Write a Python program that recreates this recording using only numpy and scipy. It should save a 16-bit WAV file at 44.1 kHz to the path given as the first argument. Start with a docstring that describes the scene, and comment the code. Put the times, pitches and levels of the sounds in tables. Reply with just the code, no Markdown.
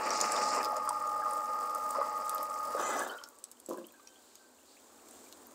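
"""Electric citrus juicer

A juicer runs for three seconds on a steel worktop in a small kitchen, then is bumped and rocks.
Gear meshing gives a whine from sine tones; loose teeth are random impulses exciting the housing modes.
The reamer tears wet pulp at the start and again around the stop: filtered grains in moving resonances.
Juice crackles, fizzes and drips into a glass: bursting bubbles are resonant pulses, and the faintly
ringing glass is a set of decaying sines. Soft room noise lies beneath.
"""
import sys
import numpy as np
from scipy import signal
from scipy.fft import rfft, irfft, next_fast_len
from scipy.io import wavfile
from scipy.ndimage import map_coordinates

SR = 44100
rng = np.random.default_rng(int(sys.argv[2]) if len(sys.argv) > 2 else 0)


def bounce(signal):
    """Save signal as a 16-bit WAV file at the path given by the first command-line argument."""
    frames = np.transpose(np.atleast_2d(signal))
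    limited = np.clip(frames, -1, 1)
    pcm = np.round(limited * 32767).astype(np.int16)
    wavfile.write(sys.argv[1], SR, pcm)


N = 244311
TIME = np.arange(N) / SR
CUTOFF_HZ = 15650

# Spectrum of the room noise: [f/Hz, relative level/dB per Hz]
BACKGROUND_COLOUR = [(30, -73), (74, -10), (168, -26.5), (238, 1), (415, -3), (1050, -6.5), (1630, -13),
                     (2500, -24.5), (5500, -75)]
# Modes of the glass rung by the trickle: [t/s, f/Hz, level/dB, t60/s]
GLASS_RINGS = [(3.89, 4100, -70, 0.82), (3.936, 1555, -64.5, 1.7), (4.062, 3100, -67, .55),
               (4.384, 1553, -62, 0.48), (5.465, 6520, -66, .8)]
# Brief thickenings of the trickle: [t/s, half length/s, hiss level/dB]
GUSHES = [(4.327, 0.15, -70.5), (4.71, 0.047, -66)]
# Spectra of the crackling stream and of the froth: [f/Hz, relative level/dB per Hz]
CRACKLE = [(2500, -5), (4500, -1.5), (8000, 6.5), (11000, -2.5), (15500, 1)]
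FIZZ = [(1060, -47), (1800, -8.5), (2950, -0.5), (4200, 2), (5550, -1), (7470, 9.5), (9110, 2),
        (11600, -11.5), (14800, 1), (15500, -29)]
# Course of the froth's fizz: [t/s, relative level/dB]
FROTH = [(3.38, -66.5), (3.95, -64), (4.15, -63.5), (4.32, -62), (4.5, -66), (4.71, -62), (5.04, -61.5),
         (5.16, -56.5), (5.54, -63)]
# Drops trapping a bubble: [t/s, level/dB, final f/Hz, share by which the pitch starts lower]
DROPS = [(3.095, -41, 3130, 0.056), (3.098, -50, 4600, 0.061), (3.135, -51, 3950, 0.071),
         (3.184, -47, 3150, .03), (3.212, -47, 1144, 0.093), (3.773, -51.5, 1600, .03),
         (3.842, -52.5, 3240, 0.26), (3.883, -58, 3480, 0.16), (3.938, -58, 1644, .03),
         (3.995, -53, 1205, 0.059), (4.07, -59, 2670, 0.2), (4.156, -57, 3480, 0.22),
         (4.766, -58, 2830, 0.5), (5.263, -59, 2450, .1)]
# Wet snaps of pulp and bursting froth: [t/s, click level/dB, ring level/dB, ring f/Hz]
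SNAPS = [(0.105, -50, -22, 5700), (0.204, -32, -22.5, 6200), (0.2123, -27, -16, 6930),
         (0.251, -40, -37, 9200), (0.32, -47, -21.5, 7760), (0.364, -35, -28.5, 3620),
         (0.547, -38, -29, 7700), (0.63, -30, -31, 5200), (0.641, -33, -32, 5080),
         (0.647, -26, -27.5, 4950), (0.655, -35, -31, 5100), (0.767, -31, -33, 7000),
         (0.8918, -20.5, -25, 8340), (1.074, -39, -37.5, 6800), (1.309, -48, -33, 8700),
         (1.333, -50, -32.5, 9440), (1.7487, -27, -36, 8700), (1.907, -37, -30, 8210),
         (2.295, -17, -28, 8200), (2.347, -24.5, -30, 13330), (2.3817, -31, -40, 4800),
         (2.4297, -29, -33, 12300), (2.902, -43, -35, 7810), (2.993, -32, -27, 8400),
         (3.2378, -34, -35, 5300), (3.288, -32.5, -50, 7600), (3.387, -44, -46, 8700),
         (3.4402, -30, -30, 7930), (3.515, -32.5, -38, 8400), (3.52, -41, -60, 5200),
         (3.6005, -40, -43, 8300), (3.6613, -48, -37.5, 7800), (3.6926, -29.5, -43, 7500),
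         (3.734, -36, -49, 6800), (3.774, -40, -48, 9200), (3.868, -37.5, -42, 13300),
         (3.9225, -43.5, -50, 14000), (4.073, -61, -39, 5700), (4.355, -38, -42, 6560),
         (5.11, -56, -41.5, 9200), (5.326, -31, -48, 4350), (5.469, -43, -44, 13600)]
# Squeaks of the reamer under the hand and as it comes to rest:
# [t/s, length/s, f/Hz, starting level/dB, fade/dB]
SQUEAKS = [(1.963, 0.23, 1996, -55, 12), (3.08, 0.22, 1413, -43, 20)]
# Touches as the juicer rocks on the worktop: [t/s, thud level/dB, clack level/dB]
BUMPS = [(3.687, -34.5, -52), (3.7, -33, -51), (3.708, -35, -51), (3.7119, -61, -33.5), (3.725, -35.5, -49),
         (3.743, -62, -38.5), (3.76, -48, -52), (3.782, -35.5, -47), (3.814, -48, -50)]
# Low and high modes of the rocking juicer: [f/Hz, relative level/dB, t60/s]
THUD_MODES = [(228, -15, 0.14), (289, -12, 0.16), (346, 1.5, 0.08), (427, -9.5, 0.083), (513, -1, 0.059),
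              (595, -11, 0.055)]
CLACK_MODES = [(873, -13.5, 0.08), (1054, -2.5, 0.041), (1100, 0, 0.026)]
# Knocks of the reamer and gears under load: [t/s, peak level/dB, f/Hz]
KNOCKS = [(.53, -27, 1180), (0.568, -26, 1100), (.574, -32.5, 515), (.664, -35, 476), (.699, -33, 565),
          (.728, -34, 720), (0.875, -24.5, 1150), (0.906, -25.5, 941), (1.22, -39, 1593),
          (1.262, -27.5, 1150), (1.951, -29.5, 1054), (1.985, -25.5, 564), (2.014, -23.5, 1144),
          (2.748, -25.5, 522.3), (2.894, -35.5, 534), (2.954, -29.5, 650), (3.017, -31.5, 1650)]
# Reamer tearing into the fruit: [t/s, length/s, squelch level/dB, wet rasp level/dB]
PRESSES = [(-.06, 0.673, -39, -41), (2.755, 0.32, -36, -40.5)]
# Squelch spectrum of each press: [f/Hz, relative level/dB per Hz]
FIRST_SQUELCH = [(150, -30), (195, 1), (750, 10), (1400, 3), (2000, 2.5), (2800, -3), (3600, -31)]
LAST_SQUELCH = [(160, -24), (230, 2.5), (350, 8), (600, 12), (1000, 8.5), (1700, 7), (2100, -19.5),
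                (3800, -7), (4800, -45.5)]
# Resonances of the wet gap between peel and reamer: [f/Hz, width per filter pass/Hz, relative level/dB]
FIRST_RASP = [(4950, 1200, 2), (5100, 1630, 12.5), (7000, 1050, 9.5), (7700, 800, 7), (8470, 380, 4)]
LAST_RASP = [(1990, 71, 21), (2484, 314, 6.5), (3090, 110, 9.5), (3470, 180, 1), (4100, 1200, -2),
             (6020, 340, 15.5), (6980, 150, 19), (7700, 600, 12), (8700, 5400, -7)]
# Hand leaning on the fruit: [t/s, length/s, extra rattle level/dB]
LEANS = [(0.33, 0.34, 3.5), (1.103, 0.21, 2), (1.953, 0.17, 3), (2.793, 0.24, 2.5)]
# Speed of the motor: [t/s, tooth-mesh f/Hz]
SPEED = [(0.0, 1249), (0.08, 1237), (0.43, 1226), (0.9, 1228), (1.07, 1221), (1.81, 1228), (2.83, 1236),
         (3.05, 1248)]
# Tones of the rotor: [multiple of its speed, relative level/dB]
ROTOR_TONES = [(13, -17.5), (16, -30.5), (18, -7.5), (39, -28)]
# Hum of the coils: [multiple of the mains frequency, level/dB]
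HUM = [(2, -74), (4, -73), (6, -65)]
# Low and high resonances of the plastic housing: [f/Hz, width per filter pass/Hz, relative level/dB]
HOUSING_LOW = [(238.6, 37, -3), (311, 72, -7.5), (499, 79, 6), (595, 81, 8), (725, 300, -4)]
HOUSING_HIGH = [(877, 156, 3), (1138, 68, 11.5), (1249, 154, -2), (1338, 28, 9.5), (1580, 310, -9),
                (1990, 510, -17.5), (2686, 540, -21), (4970, 1140, -14.5)]

# trickle and room noise swell together towards the end
BACKGROUND_DB = -64.5
SWELL_S, SWELL_RISE_S, SWELL_DB = 4.69, 0.41, 6
GURGLE_DB = -76.5
# juice in the glass: starting level while the reamer turns, thin trickle afterwards
FLOW_DB, TRICKLE_DB, FLOW_GROWTH_DB_PER_S = -59, -71.5, 1.35
# a press swells, weakens as the pulp gives way, and lets go
PRESS_ATTACK_S, PRESS_RELEASE_S = 0.047, 0.096
# cells tear only under firm pressure, so the rasp starts later and ends sooner
RASP_LAG_S, RASP_SHORTER_S, RASP_RELEASE_S = 0.0068, 0.035, 0.058
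LEAN_ATTACK_S, LEAN_RELEASE_S = 0.0058, 0.12
# the hand slackens after the first press and the low rumble drops for a moment
SLACK_S, SLACK_LENGTH_S, SLACK_DB = 0.802, 0.16, -7.5
# at switch-off the motor's tones die away fast; the rattle and the flow of juice more slowly
STOP_S, MOTOR_FALL_DB_PER_S = 2.965, 185
COAST_S, RATTLE_FALL_DB_PER_S, FLOW_FALL_DB_PER_S = 0.078, 71, 76
MESH_TEETH, MAINS_HZ, SLOW_GEAR_RATIO = 26, 50, 0.868
# the whine grows as the load drags the speed below its free value
FREE_HZ, WHINE_DB, WHINE_DB_PER_HZ = 1248, -42.5, 0.2728
# the rotor's other tones ease off as the fruit empties, and rise when the hand leans on it
ROTOR_DB, ROTOR_EASE_DB_PER_S, ROTOR_FOLLOWS = -34, 3, 1
# loose teeth rattle in the housing, and the coils hum a little louder under load
RUMBLE_DB, RATTLE_DB, HUM_FOLLOWS = -47.5, -44.5, 0.82


def from_db(db):
    """Logarithmic level: decibels to amplitude gain."""
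    return 10 ** (np.asarray(db) / 20)


def rms_one(x):
    """Normalisation: scale to unit rms."""
    return x / np.sqrt(np.mean(x ** 2) + 1e-20)


def in_time(rows):
    """Linear interpolation of a two-column curve at every sample."""
    times, values = np.transpose(rows)
    return np.interp(TIME, times, values)


def gesture(s, length, attack, release):
    """Trapezoidal envelope: rises from 0 to 1 at time s, holds until its length is over, falls back."""
    rise = (TIME - s) / attack
    fall = 1 - (TIME - s - length) / release
    return np.clip(np.minimum(rise, fall), 0, 1)


def run_down(s, db_per_s):
    """Exponential decay: full gain until time s, then a steady fall in dB."""
    return from_db(-db_per_s * np.maximum(TIME - s, 0))


def swell():
    """Linear ramp in level: the late rise of the quiet sounds, in dB."""
    return SWELL_DB * np.clip((TIME - SWELL_S) / SWELL_RISE_S, 0, 1)


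def drift(rate):
    """Low-pass filtered random motion of unit spread, computed at every 40th sample."""
    r = np.exp(-80 * np.pi * rate / SR)
    noise = rng.standard_normal(N // 40 + 2002)
    slow = signal.lfilter([1], [1, -2 * r, r * r], noise)[2000:]  # skip the settling
    return np.interp(np.arange(N) / 40, np.arange(len(slow)), rms_one(slow))


def grains(per_s, spread_db):
    """Random point process: clicks of either sign, many small and a few large."""
    sizes = from_db(spread_db * np.minimum(rng.exponential(1, N), 4.5))
    return (rng.random(N) < per_s / SR) * sizes * rng.choice([-1, 1], N)


def coloured(x, spectrum):
    """Minimum-phase (causal) filtering by the folded cepstrum of a given spectrum; rms 1."""
    size = 2 * next_fast_len(N // 2 + SR // 4)
    hz, db = np.transpose(spectrum)
    grid = np.maximum(np.arange(size // 2 + 1) * SR / size, 1)
    gain = from_db(np.interp(np.log(grid), np.log(hz), db))
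    cepstrum = irfft(np.log(gain))
    cepstrum[size // 2:] = 0
    return rms_one(irfft(rfft(x, size) * np.exp(2 * rfft(cepstrum)))[:N])


def resonance(x, hz, width_hz):
    """Damped resonator applied twice for steep skirts; gain 1 on top."""
    r = np.exp(-np.pi * width_hz / SR)
    section = [(1 - r * r) / 2, 0, (r * r - 1) / 2, 1, -2 * r * np.cos(2 * np.pi * hz / SR), r * r]
    return signal.sosfilt([section, section], x + 1e-18)


def body(x, modes):
    """Modal superposition: resonances side by side, alternating in sign; rms 1."""
    return rms_one(sum((-1) ** k * from_db(db) * resonance(x, hz, width)
                       for k, (hz, width, db) in enumerate(modes)))


def bubble_bank(bursts, pitches, width_share):
    """Independent resonators: each burst is dealt at random to one pitch."""
    dealt = rng.integers(0, len(pitches), N)
    return sum(resonance(bursts * (dealt == k), hz, width_share * hz) for k, hz in enumerate(pitches))


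def wander(x, share, rate, glide):
    """Doppler-like reading at varying speed: pitch drifts by a small share around a given glide."""
    ahead = np.cumsum(share * drift(rate) + glide)
    return map_coordinates(x, [np.arange(N) + ahead], order=3, mode="wrap")


def low_cut(x, hz):
    """Radiation limit: small bodies radiate no bass."""
    return signal.sosfilt(signal.butter(6, hz, "high", fs=SR, output="sos"), x + 1e-18)


def add(out, s, sound):
    """Superposition: mix a short sound in at time s."""
    start = int(np.clip(s * SR, 0, N - 1))
    out[start:start + len(sound)] += sound[:N - start]


def background():
    """Stationary noise shaped by a spectrum: soft room noise that swells towards the end."""
    return from_db(BACKGROUND_DB + swell()) * coloured(rng.standard_normal(N), BACKGROUND_COLOUR)


def kitchen(x, t60, wet_db, wall_cut_hz=3000):
    """Diffuse reverberation: exponentially decaying noise, duller than the direct sound."""
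    t = TIME[:SR // 2]
    tail = rng.standard_normal(len(t)) * from_db(-60 * t / t60) * (t > .004)
    tail = signal.sosfilt(signal.butter(1, wall_cut_hz, fs=SR, output="sos"), tail)
    return x + from_db(wet_db) * signal.fftconvolve(x, tail / np.sqrt(np.sum(tail ** 2)))[:N]


def glass(attack_s=0.015, slosh=0.21, flutter_db=3.5):
    """Damped free vibration: the trickle rings a glass mode, and the moving juice makes it waver."""
    out = np.zeros(N)
    for s, hz, db, t60 in GLASS_RINGS:
        age = np.maximum(TIME - s, 0)
        level = (1 - np.exp(-age / attack_s)) * from_db(db - 60 * age / t60 + flutter_db * drift(25))
        out += level * np.sin(2 * np.pi * hz * age + slosh * drift(30))
    return out


def gurgle(bubbles_per_s=260, low_hz=2300, high_hz=5200, gush_hz=4300, gush_width_hz=1900):
    """Bubble resonance: larger bubbles tick in the glass; the trickle hisses when it thickens."""
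    bursts = grains(bubbles_per_s, spread_db=4.0)
    ticks = rms_one(bubble_bank(bursts, np.geomspace(low_hz, high_hz, 10), width_share=0.1))
    gush = sum(from_db(db) * np.exp(-((TIME - s) / half_length) ** 2) for s, half_length, db in GUSHES)
    hiss = rms_one(resonance(rng.standard_normal(N), gush_hz, gush_width_hz))
    return from_db(GURGLE_DB) * ticks + gush * hiss


def juice(crackle_db=-3.5, spatter_db=0.5, fizz_db=-2.5, pressing_per_s=450, resting_per_s=110,
          flicker_db=4.0):
    """Bubble collapse: tiny bubbles burst at assorted pitches amid soft spatter and a smooth fizz."""
    flow = run_down(STOP_S + COAST_S, FLOW_FALL_DB_PER_S)
    pouring = flow * from_db(FLOW_DB + FLOW_GROWTH_DB_PER_S * TIME)
    trickle = (1 - flow) * from_db(TRICKLE_DB + swell())
    bursts = grains(resting_per_s + (pressing_per_s - resting_per_s) * flow, spread_db=3.0)
    pops = bubble_bank(bursts, np.geomspace(4500, 15000, 12), width_share=0.25)
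    crackle = from_db(crackle_db) * coloured(pops + 0.032 * bursts, CRACKLE)
    spatter = from_db(spatter_db + flicker_db * drift(83)) * coloured(rng.standard_normal(N), CRACKLE)
    fizz = from_db(in_time(FROTH) + fizz_db) * coloured(rng.standard_normal(N), FIZZ)
    return (pouring + trickle) * (crackle + spatter) + fizz


def drops(ring_t60=0.031, glide_s=0.0036, attack_s=0.0017, splash_db=-6, splash_t60=0.018,
          splash_width_hz=3200):
    """Bubble resonance: a drop splashes; its trapped bubble rises in pitch as it nears the surface."""
    out, t = np.zeros(N), TIME[:SR // 8]
    onset = (1 - np.exp(-t / attack_s)) ** 2
    for (s, db, hz, rise), noise in zip(DROPS, rng.standard_normal((len(DROPS), len(t)))):
        phase = 2 * np.pi * np.cumsum(hz * (1 - rise * np.exp(-t / glide_s))) / SR
        level = from_db(-60 * t / ring_t60) * onset
        ring = level / level.max() * np.sin(phase)
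        splash = resonance(noise * onset * from_db(-60 * t / splash_t60), hz, splash_width_hz)
        add(out, s, from_db(db) * (ring + from_db(splash_db) * splash / np.abs(splash).max()))
    return out


def snaps(click_t60=0.0008, click_edge_share=0.59, spray=0.051, spray_t60=0.031, ring_t60=0.0099,
          swell_s=0.00067, splash=1.23, splash_width_hz=4800):
    """Film rupture and cavity resonance: a click with spray, then a brief ring of the pocket below."""
    out, t = np.zeros(N), TIME[:SR // 25]
    air = signal.butter(4, CUTOFF_HZ, fs=SR, output="sos")
    for (s, click_db, ring_db, hz), noise in zip(SNAPS, rng.standard_normal((len(SNAPS), len(t)))):
        # smaller pockets click brighter
        bright = signal.butter(3, min(click_edge_share * hz, SR / 3), "high", fs=SR, output="sos")
        burst = noise * (from_db(-60 * t / click_t60) + spray * from_db(-60 * t / spray_t60))
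        click = signal.sosfilt(air, signal.sosfilt(bright, burst))
        envelope = from_db(-60 * t / ring_t60) * (1 - np.exp(-t / swell_s))
        pocket = envelope * (np.sin(2 * np.pi * hz * t) + splash * resonance(noise, hz, splash_width_hz))
        add(out, s, from_db(click_db) * click / np.abs(click).max()
            + from_db(ring_db) * pocket / np.abs(pocket).max())
    return out


def squeaks(waver=1.8, flutter_db=4.5):
    """Frictional tone with random phase and level: reamer squeaks that set in quickly and fade."""
    out = np.zeros(N)
    for s, length, hz, db, fade_db in SQUEAKS:
        age = np.clip((TIME - s) / length, 0, 1)
        edges = np.minimum(1, 10 * np.minimum(age, 1 - age))
        level = edges * from_db(db - fade_db * age + flutter_db * drift(64.6))
        out += level * np.sin(2 * np.pi * hz * TIME + waver * drift(27))
    return out


def bumps(detune=0.045, contact_s=0.00079, scuff_t60=0.096, scuff_db=-21, splash_db=-20):
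    """Impact excitation of modes, detuned as the juicer tilts, with a scuff and shaken juice."""
    rings, judder, t = np.zeros(N), np.zeros(N), TIME[:SR // 4]
    contact = 1 - np.exp(-t / contact_s)
    for s, thud_db, clack_db in BUMPS:
        for hit_db, modes in ((thud_db, THUD_MODES), (clack_db, CLACK_MODES)):
            for hz, db, t60 in modes:
                pitch = hz * (1 + detune * rng.standard_normal())
                level = contact * from_db(hit_db + db - 60 * t / t60)
                add(rings, s, level * np.sin(2 * np.pi * pitch * t))
        add(judder, s, from_db(thud_db) * rng.standard_normal(len(t)) * from_db(-60 * t / scuff_t60))
    scuff = from_db(scuff_db) * resonance(judder, 2600, 9000)
    shaken = coloured(judder * grains(3300, spread_db=2), CRACKLE)
    return rings + scuff + judder.std() * from_db(splash_db) * shaken


def knocks(ring_width_hz=150, click_share=0.13, click_width_hz=900):
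    """Impulse response of a resonator: a dull knock swells over a few cycles in part of the housing."""
    out, click = np.zeros(N), signal.unit_impulse(SR // 10)
    for s, db, hz in KNOCKS:
        edge = click_share * ring_width_hz / click_width_hz * resonance(click, hz, click_width_hz)
        knock = resonance(click, hz, ring_width_hz) + edge
        add(out, s, from_db(db) * knock / np.abs(knock).max())
    return out


def press(row, squelch_colour, rasp_modes, squelch_sag_db, rasp_sag_db, rasp_attack_s, wander_share,
          rise_share, patchy_db=1.1, pops_db=-13, pops_hz=8200):
    """Friction and rupture: ribs squelch on peel, cells tear in a bright rasp; both sag as pulp yields."""
    s, length, squelch_db, rasp_db = row
    spent = np.clip((TIME - s) / length, 0, 1) ** 2
    squelch = coloured(grains(3500, spread_db=3.0) * from_db(2.25 * drift(23)), squelch_colour)
    tears = grains(7500, spread_db=4.2) * from_db(1.7 * drift(70))
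    pops = from_db(pops_db) * rms_one(resonance(grains(68, spread_db=4.0), pops_hz, 2000))
    # a positive rise_share lifts the resonances as the gap narrows
    glide = rise_share * (np.sqrt(spent) - .5)
    # as the gap fills and empties, each resonance swells and shifts on its own
    rasp = rms_one(sum(from_db(db + patchy_db * drift(6.4))
                       * wander(resonance(tears, hz, width), wander_share, 5, glide)
                       for hz, width, db in rasp_modes))
    rubbing = gesture(s, length, PRESS_ATTACK_S, PRESS_RELEASE_S)
    tearing = gesture(s + RASP_LAG_S, length - RASP_SHORTER_S, rasp_attack_s, RASP_RELEASE_S)
    low = rubbing * from_db(squelch_db - squelch_sag_db * spent) * squelch
    high = tearing * from_db(rasp_db - rasp_sag_db * spent) * (rasp + pops)
    return low + high


def gears(rough=0.32, ripple=0.2, wobble=0.094, sway=0.06, chafe_db=-64, chafe_hz=1950,
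          chafe_width_hz=1100):
    """Periodic meshing, modulated by torque, and random tooth impacts filtered by the housing modes."""
    mesh_hz = in_time(SPEED)
    lean_db = sum(db * gesture(s, length, LEAN_ATTACK_S, LEAN_RELEASE_S) for s, length, db in LEANS)
    turn = 2 * np.pi * np.cumsum(mesh_hz / MESH_TEETH) / SR
    mains = 2 * np.pi * MAINS_HZ * TIME

    def tone(order):
        """Harmonic of the rotor speed with random amplitude and phase modulation."""
        carrier = np.sqrt(2) * np.sin(order * turn + rough * drift(55))
        return carrier * (1 + 0.88 * rough * drift(54.0))

    # torque pulses at twice the mains rate, the rotor binds twice a turn, a slower gear sways the load
    torque = 1 + ripple * np.cos(2 * mains) + wobble * np.cos(2 * turn) + sway * np.cos(SLOW_GEAR_RATIO * turn)
    whine = from_db(WHINE_DB + WHINE_DB_PER_HZ * (FREE_HZ - mesh_hz)) * torque * tone(MESH_TEETH)
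    rotor_db = ROTOR_DB - ROTOR_EASE_DB_PER_S * TIME + ROTOR_FOLLOWS * lean_db
    rotor = from_db(rotor_db) * torque * sum(from_db(db) * tone(order) for order, db in ROTOR_TONES)
    hum_gain = from_db(2.0 * drift(1.2) + HUM_FOLLOWS * (lean_db - lean_db.mean()))
    hum = hum_gain * sum(np.sqrt(2) * from_db(db) * np.sin(order * mains) for order, db in HUM)
    # rubbing noise that peaks once a turn
    rub = rng.standard_normal(N) * (1 + np.cos(turn)) ** 2
    chafe = from_db(chafe_db) * rms_one(resonance(rub, chafe_hz, chafe_width_hz))
    teeth = grains(2200, spread_db=1.0) * np.sqrt(np.abs(torque)) * from_db(2.36 * drift(8.4))
    slack_db = SLACK_DB * gesture(SLACK_S, SLACK_LENGTH_S, LEAN_RELEASE_S, LEAN_RELEASE_S)
    rumble = from_db(RUMBLE_DB + slack_db) * body(teeth, HOUSING_LOW)
    rattle = from_db(lean_db) * (rumble + from_db(RATTLE_DB) * body(teeth, HOUSING_HIGH))
    return ((whine + rotor + chafe) * run_down(STOP_S, MOTOR_FALL_DB_PER_S)
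            + hum * run_down(STOP_S + COAST_S, MOTOR_FALL_DB_PER_S)
            + rattle * run_down(STOP_S + COAST_S, RATTLE_FALL_DB_PER_S))


def scene():
    """Superposition of room, juice, fruit and juicer in one channel."""
    small = kitchen(low_cut(snaps() + drops() + knocks() + squeaks(), hz=217), t60=0.081, wet_db=-10.0)
    thump = kitchen(low_cut(bumps(), hz=192), t60=0.33, wet_db=-10.5)
    first = press(PRESSES[0], FIRST_SQUELCH, FIRST_RASP, squelch_sag_db=2.0, rasp_sag_db=2.0,
                  rasp_attack_s=0.19, wander_share=0.013, rise_share=0.069)
    last = press(PRESSES[1], LAST_SQUELCH, LAST_RASP, squelch_sag_db=4.5, rasp_sag_db=12,
                 rasp_attack_s=0.1, wander_share=0.012, rise_share=0)
    wet = glass() + gurgle() + juice()
    return (background() + wet + small + thump + first + last + gears())[None]


def record(dry):
    """Band limitation: an elliptic low-pass cuts the top steeply."""
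    return signal.sosfilt(signal.ellip(10, .2, 80, CUTOFF_HZ, fs=SR, output="sos"), dry)


dry = scene()
out = record(dry)
bounce(out)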